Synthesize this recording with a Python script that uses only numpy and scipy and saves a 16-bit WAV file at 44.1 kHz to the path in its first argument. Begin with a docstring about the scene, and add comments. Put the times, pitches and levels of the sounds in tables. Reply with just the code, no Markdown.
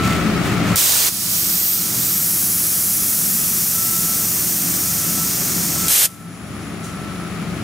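"""Compressed air escapes from a hand-held valve on a rock ledge, close to the microphone: a blast as it
opens, five seconds of bright turbulent hiss that sags with the pressure, a second blast as it shuts,
then a thin seep and a clink of the fitting. Below the ledge a diesel drill rig drones and blows dust,
and far off a machine's reversing alarm beeps. The camera's gain control pulls the whole site down
under the hiss and lets it creep back afterwards."""
import sys
import numpy as np
from scipy import signal
from scipy.fft import rfft, irfft
from scipy.io import wavfile
from scipy.ndimage import uniform_filter1d

SR = 44100
rng = np.random.default_rng(int(sys.argv[2]) if len(sys.argv) > 2 else 0)


def generate_wav(sig):
    """Save sig (samples, or channels by samples) to the path in sys.argv[1] as 16-bit PCM at SR."""
    pcm = np.round(np.clip(np.atleast_2d(sig).T, -1, 1) * 32767).astype(np.int16)
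    wavfile.write(sys.argv[1], SR, pcm)


N = 336483
TIME = np.arange(N) / SR
FREQ = np.fft.rfftfreq(N, 1 / SR)

# opening and closing blast, ahead of the gain control: (start [s], end [s], level at 4.5-9.5 kHz [dB],
# slope [dB/s], left minus right under 5 kHz [dB], pop against the level [dB])
BLASTS = [(.757, 1.088, 4.5, -15, -7, -11), (5.881, 6.057, 2.5, 16.5, -0.5, -4)]


def leak():
    """The close jet between the blasts: its gap sings, the hand shades it, and the pressure sags."""
    # hiss at the microphone: (frequency [Hz], level [dB])
    spectrum = [(1470, -29), (2500, -22.5), (3900, -14), (5720, -2.5), (7530, -2.5), (10000, -1),
                (12000, 0), (14200, 2.5), (15000, 0.5), (15800, -4.5)]
    # its stereo width: (frequency [Hz], side minus mid [dB])
    side = [(1000, -5), (3800, -5), (6000, -22), (7200, -14), (8700, -28), (10800, -26), (12000, -6),
            (13500, -26), (15800, -8)]
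    # the gap's broad band slides as the lever moves: (time [s], centre [Hz], lift [dB])
    gap = [(1.2, 14600, -3), (1.38, 13900, 2), (1.73, 13300, 6.5), (1.88, 14300, -3), (2.1, 12900, 3),
           (2.35, 11100, 3.5), (2.85, 10600, 3.5), (3.7, 10700, 0)]
    # hollows in the shade of the hand: (offset [Hz], width [Hz], depth [share])
    shade_bands = [(0, 380, 1.0), (1100, 480, .55), (2850, 420, .55), (4850, 500, .45), (-2950, 380, .28)]
    leak_db, gap_width_hz = -9.5, 1030
    sag_from_s, sag_db_per_s, dull_above_hz, dull_db_per_s2 = 3.83, 2.5, 8700, 1.06
    hand_from_s, hand_move_s, shade_hz, shade_db = 3.3, 1.6, 10650, 7
    in_front_s, swing_db_per_s = 2.28, 24.5
    hose_rush = undb(-12.5) * stereo(white(), resonances([(2100, 3100, 0)]), 0.074)
    hz, s, cells = signal.stft(jet(spectrum, side, flutter_db=.25) + hose_rush, SR, nperseg=512)
    hz = hz[:, None]
    gap_s, gap_hz, gap_db = np.transpose(gap)
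    centre = np.interp(s, gap_s, gap_hz)
    db = leak_db + np.interp(s, gap_s, gap_db) * bell(hz - centre, gap_width_hz)
    db -= 3.5 * bell(s - 1.93, 0.098)  # the hiss dips briefly
    # as the pressure sags, the top of the hiss goes first
    sag_s = np.maximum(s - sag_from_s, 0)
    top = 1 - 1 / (1 + (hz / dull_above_hz) ** 10)
    db -= sag_s * sag_db_per_s + sag_s ** 2 * dull_db_per_s2 * top
    hand_near = np.clip((s - hand_from_s) / hand_move_s, 0, 1)
    shade = sum(share * bell(hz - shade_hz - offset, width) for offset, width, share in shade_bands)
    db -= shade_db * hand_near * shade
    # until the valve swings in front, the low hiss is fuller and to the right, with a hollow above it
    aside_s = np.maximum(in_front_s - s, 0)
    body = bell(hz - 3900, 1300)
    hollow = bell(hz - centre + 2200, 1200)
    db += 3.5 * (body - hollow) * np.tanh(aside_s / 0.25)
    swing = lean(hz, -swing_db_per_s * aside_s)
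    # an echo off the hand ripples the spectrum and drifts as the hand moves
    echo_s = 0.001245 * (1 + 0.049 * np.interp(s, TIME, walk(1.42)))
    ripple = 1 + .1 * np.cos(2 * np.pi * hz * echo_s)
    air = signal.istft(cells * undb(db) * ripple * swing, SR)[1][:, :N]
    opens, shuts = BLASTS[0][1], BLASTS[1][0]
    return air * envelope(opens, attack_s=0.0092, hold_s=shuts - opens, t60_s=.2)


def blasts():
    """The valve dumps its full pressure: the seal cracks, air roars, the rock face rings briefly."""
    # opening blast at the microphone: (frequency [Hz], level [dB])
    opening = [(300, -8), (500, -7), (1000, -6.5), (2600, -2.5), (3200, -0.5), (6000, 4), (9500, 5),
               (11300, 0), (14000, 6.5), (15800, 0.5)]
    # closing blast: (frequency [Hz], level [dB])
    closing = [(300, -18.5), (550, -14), (950, -14.5), (3400, -6), (4400, -6.5), (8500, -0.5), (11000, -1),
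               (13300, -1.5), (15000, -4.5), (15800, -28.5)]
    # their stereo width: (frequency [Hz], side minus mid [dB])
    side = [(1000, 5), (3800, -7), (5500, -11), (8000, -15), (9500, -26), (11700, -13), (13700, -21),
            (15800, -37)]
    build_s = .04
    out = 0
    for (start, end, level_db, slope, side_db, pop_db), spectrum in zip(BLASTS, (opening, closing)):
        air = jet(spectrum, side, flutter_db=.2)
        air = irfft(rfft(air) * lean(FREQ, side_db), N)
        hold_s = end - start - build_s
        pop = undb(pop_db) * envelope(start, attack_s=0.0014, hold_s=0, t60_s=.06)
        roar = envelope(start, build_s, hold_s, t60_s=0.046)
        rock = undb(-24) * envelope(start, build_s, hold_s, t60_s=0.51)
        level = undb(level_db + slope * np.minimum(since(start), end - start))
        out = out + air * np.hypot(pop, roar + rock) * level
    return out


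def jet(spectrum, side, flutter_db):
    """Turbulent air: eddies make the hiss flutter and give it a fine grain."""
    eddies = undb(flutter_db * (walk(24.74) + walk(300)) + 0.63 * walk(2500))
    return stereo(white() * eddies, response(spectrum), response(side), (FREQ > 4500) & (FREQ < 9500))


def seep():
    """Thin whistling from the shut valve, settling as the trapped air bleeds off."""
    # whistling bands: (frequency [Hz], width [Hz], level [dB])
    bands = [(10440, 190, 2.5), (7100, 220, -3.5), (12500, 700, -20), (5670, 1100, -9), (8800, 800, -14)]
    settled_db, extra_db, bleed_s = -38.5, 13, 0.41
    shut = BLASTS[1][1]
    level_db = settled_db + extra_db * np.exp(-since(shut) / bleed_s) + 1.2 * walk(20)
    return stereo(white(), resonances(bands), 0.34) * undb(level_db) * (TIME > shut)


def clink():
    """Close by, a short scrape under the hand leaves the metal fitting ringing."""
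    # modes of the fitting: (frequency [Hz], t60 [s], relative level [dB])
    modes = [(5652, 0.59, -31), (3971, .9, -36), (8600, .3, -34), (6900, .2, -39)]
    start_s = 6.83
    age = since(start_s)
    ring = sum(undb(db - 60 * age / t60) * np.sin(2 * np.pi * hz * age) for hz, t60, db in modes)
    scrape = undb(-28) * envelope(start_s, attack_s=0.014, hold_s=0, t60_s=0.37)
    return undb(-2) * ring + stereo(white(), resonances([(6800, 2800, 0)]), 0.64) * scrape


def diesel():
    """The drill rig's engine below the ledge, at steady speed: clatter, exhaust orders, the ring of the drill
    steel and boom."""
    # clatter as heard on the ledge: (frequency [Hz], level [dB])
    spectrum = [(20, -27), (50, -16.5), (90, -9.5), (115, -9.5), (145, -5), (178, 2), (240, -6.5),
                (320, -7), (410, -10.5), (480, -17.5), (720, -14.5), (950, -22.5), (1300, -13), (1600, -20),
                (2150, -19.5), (2900, -25.5), (15000, -43.5)]
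    # its stereo width: (frequency [Hz], side minus mid [dB])
    side = [(30, 1), (70, -1), (130, -7), (280, -15.5), (700, -3), (1300, -11.5), (2500, -2.5), (8000, -2)]
    # tones locked to the cycle, exhaust low down and the ring of the drill steel near 1.2 kHz: (order [multiple
    # of the cycle rate], relative level [dB])
    orders = [(4, -26), (6, -16.5), (8, -11.5), (13, -11), (14, -27.5), (22, -16.5), (25, -19), (88, -30),
              (92, -28), (96, -24)]
    # exhaust resonances: (frequency [Hz], width [Hz], level [dB])
    boom_bands = [(168.6, 13.4, -1), (207.5, 16.5, -4.5), (233.6, 7.7, -16.5)]
    engine_db, cycle_hz = -19.5, 13.2  # one cycle is two turns of the shaft
    cycle = np.cumsum(cycle_hz * (1 + .002 * walk(2))) / SR
    firing = cycle * 6 % 1
    # every firing knocks, one cylinder harder than the rest
    knock = 1 + 0.31 * np.exp(-firing / 0.16) + 0.14 * np.exp(-(cycle % 1) / 0.087)
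    knock += 0.031 * np.cos(4 * np.pi * cycle)
    repeating = white()[:, (cycle % 1 * int(SR / cycle_hz)).astype(int)]
    drive = (white() + .4 * repeating) * knock
    clatter = stereo(drive, response(spectrum), response(side), (FREQ > 70) & (FREQ < 450))
    tones = 0
    for order, db in orders:
        level = np.sqrt(2) * undb(db + 3.25 * walk(7.1))
        tones += level * np.sin(2 * np.pi * (order * cycle + rng.random()) + 0.27 * walk(5))
    boom = stereo(white(), resonances(boom_bands) / (1 + (FREQ / 400) ** 4), 0.1)
    boom *= undb(-7 + 0.58 * TIME + 1.5 * walk(2.08))  # slowly grows
    return (undb(-2) * clatter + tones + boom) * undb(engine_db)


def hum():
    """Deep hums from the site below: one faint and steady, two that swell and fade."""
    # swelling hums: (peak time [s], frequency [Hz], level [dB], width [s])
    swells = [(2.0, 124.5, -24, 0.11), (3.5, 231, -25, 0.53)]

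    def drone(hz, db):
        return np.sqrt(2) * undb(db + 2 * walk(6)) * np.sin(2 * np.pi * hz * TIME + 0.95 * walk(12))

    steady = drone(hz=124.5, db=-33)
    return steady + sum(drone(hz, db) * bell(TIME - peak, width) for peak, hz, db, width in swells)


def dust():
    """The rig blows dust out of the bore hole in grainy surges."""
    # blown dust as heard on the ledge: (frequency [Hz], level [dB])
    spectrum = [(800, -3), (2000, 7), (4500, -5.5), (7000, -4.5), (10000, -10), (15500, -14)]
    # surges: (start [s], peak level [dB])
    surges = [(0, -25.5), (.1, -41), (.4, -30), (.63, -28.5)]
    flow = sum(undb(db) * envelope(at, attack_s=0.051, hold_s=0.038, t60_s=0.65) for at, db in surges)
    return stereo(white() * undb(2 * walk(400)), response(spectrum), 0.29) * flow


def alarm():
    """A far reversing alarm: one tone switched by an even clock, wavering on its way over the rock."""
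    # how each beep carries to the ledge: (level [dB], slope [dB/s])
    beeps = [(-22, -15.5), (-26.5, -20), (-34.5, 0), (-35, 0), (-22.5, -16), (-37.5, 20), (-27, -1),
             (-32, 0)]
    beep_hz, first_s, period_s, length_s = 1327, -0.29, 1.01, 0.523
    gate = 0
    for k, (db, slope) in enumerate(beeps):
        age = since(first_s + k * period_s)
        gate = gate + undb(db + slope * age) * (age > 0) * (age < length_s)
    gate = uniform_filter1d(gate, int(0.063 * SR))
    phase = 2 * np.pi * beep_hz * TIME
    tone = np.array([undb(1.1 * walk(6.2)) * np.sin(phase + 0.16 * walk(8)) for _ in range(2)])
    return np.sqrt(2) * gate * tone


def undb(db):
    """Decibels to gain."""
    return 10 ** (np.asarray(db) / 20)


def bell(offset, width):
    """Gaussian hump, 1 at zero offset."""
    return np.exp(-(offset / width) ** 2)


def since(start):
    """Seconds since a moment, zero before it."""
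    return np.maximum(TIME - start, 0)


def envelope(start, attack_s, hold_s, t60_s):
    """Gain that rises evenly, holds and dies away."""
    return np.minimum(since(start) / attack_s, 1) * undb(-60 * since(start + attack_s + hold_s) / t60_s)


def white():
    """Two unrelated noises."""
    return rng.standard_normal((2, N))


def walk(rate_hz):
    """Smooth random wander with a spread near 1."""
    k = int(SR / rate_hz)
    steps = np.repeat(rng.standard_normal(N // k + 1), k)
    return 1.3 * uniform_filter1d(uniform_filter1d(steps, k), k)[:N]


def response(points):
    """Gain at each frequency from (frequency [Hz], level [dB]) points."""
    hz, db = np.transpose(points)
    return undb(np.interp(np.log(FREQ + 1), np.log(hz), db))


def resonances(bands):
    """Gain at each frequency from (frequency [Hz], width [Hz], level [dB]) resonances."""
    return np.sqrt(sum(undb(db) ** 2 / (1 + ((FREQ ** 2 - hz ** 2) / (width * (FREQ + 1))) ** 2)
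                       for hz, width, db in bands))


def stereo(drive, gain, side, band=slice(None)):
    """Colour two drives as mid and side, giving left and right; the mid has rms 1 within the band."""
    m, s = rfft(drive) * gain
    scale = N / np.sqrt(2 * np.sum(np.abs(m[band]) ** 2))
    return irfft(np.array([m + s * side, m - s * side]), N) * scale


def pan(db):
    """Left and right gains for a left-minus-right level."""
    return undb(np.array([[db], [-db]]) / 2)


def lean(hz, db):
    """Left and right gains that push the hiss under about 5 kHz to one side."""
    gains = undb(np.multiply.outer([.5, -.5], db / (1 + (hz / 5300) ** 10)))
    return gains / gains.mean(axis=0)


def recover(cut_db, db_per_s):
    """Follow a gain cut up at once and let go of it at a steady rate."""
    return np.maximum.accumulate(cut_db + db_per_s * TIME) - db_per_s * TIME


def scene():
    """From the ledge: the valve close up, the work site below and a little to the left."""
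    valve = leak() + blasts() + seep() + clink()
    rig = (diesel() + hum()) * pan(2.6) + dust() * pan(0.36)
    return valve + rig + alarm() * pan(0.73)


def record(dry):
    """The camera microphone's chain: treble-sensitive gain control, clipping and a steep top cut."""
    threshold_db, ratio, linger_share, top_hz = -22.5, 3.35, 0.59, 15680
    treble = signal.sosfilt(signal.butter(2, 2500, "high", fs=SR, output="sos"), dry)
    power = uniform_filter1d(np.mean(treble ** 2, axis=0), SR // 100)
    level_db = 10 * np.log10(np.abs(power) + 1e-12)
    excess_db = np.maximum(level_db - threshold_db, 0) * (1 - 1 / ratio)
    # the gain recovers quickly at first, but a share of the cut lingers
    cut_db = np.maximum(recover(excess_db, db_per_s=22), recover(linger_share * excess_db, db_per_s=3.5))
    cut_db = signal.sosfilt(signal.butter(1, 50, fs=SR, output="sos"), cut_db)
    out = np.clip(dry * undb(-cut_db), -.9, .9)
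    return signal.sosfilt(signal.ellip(10, .2, 70, top_hz, fs=SR, output="sos"), out)


dry = scene()
out = record(dry)
generate_wav(out)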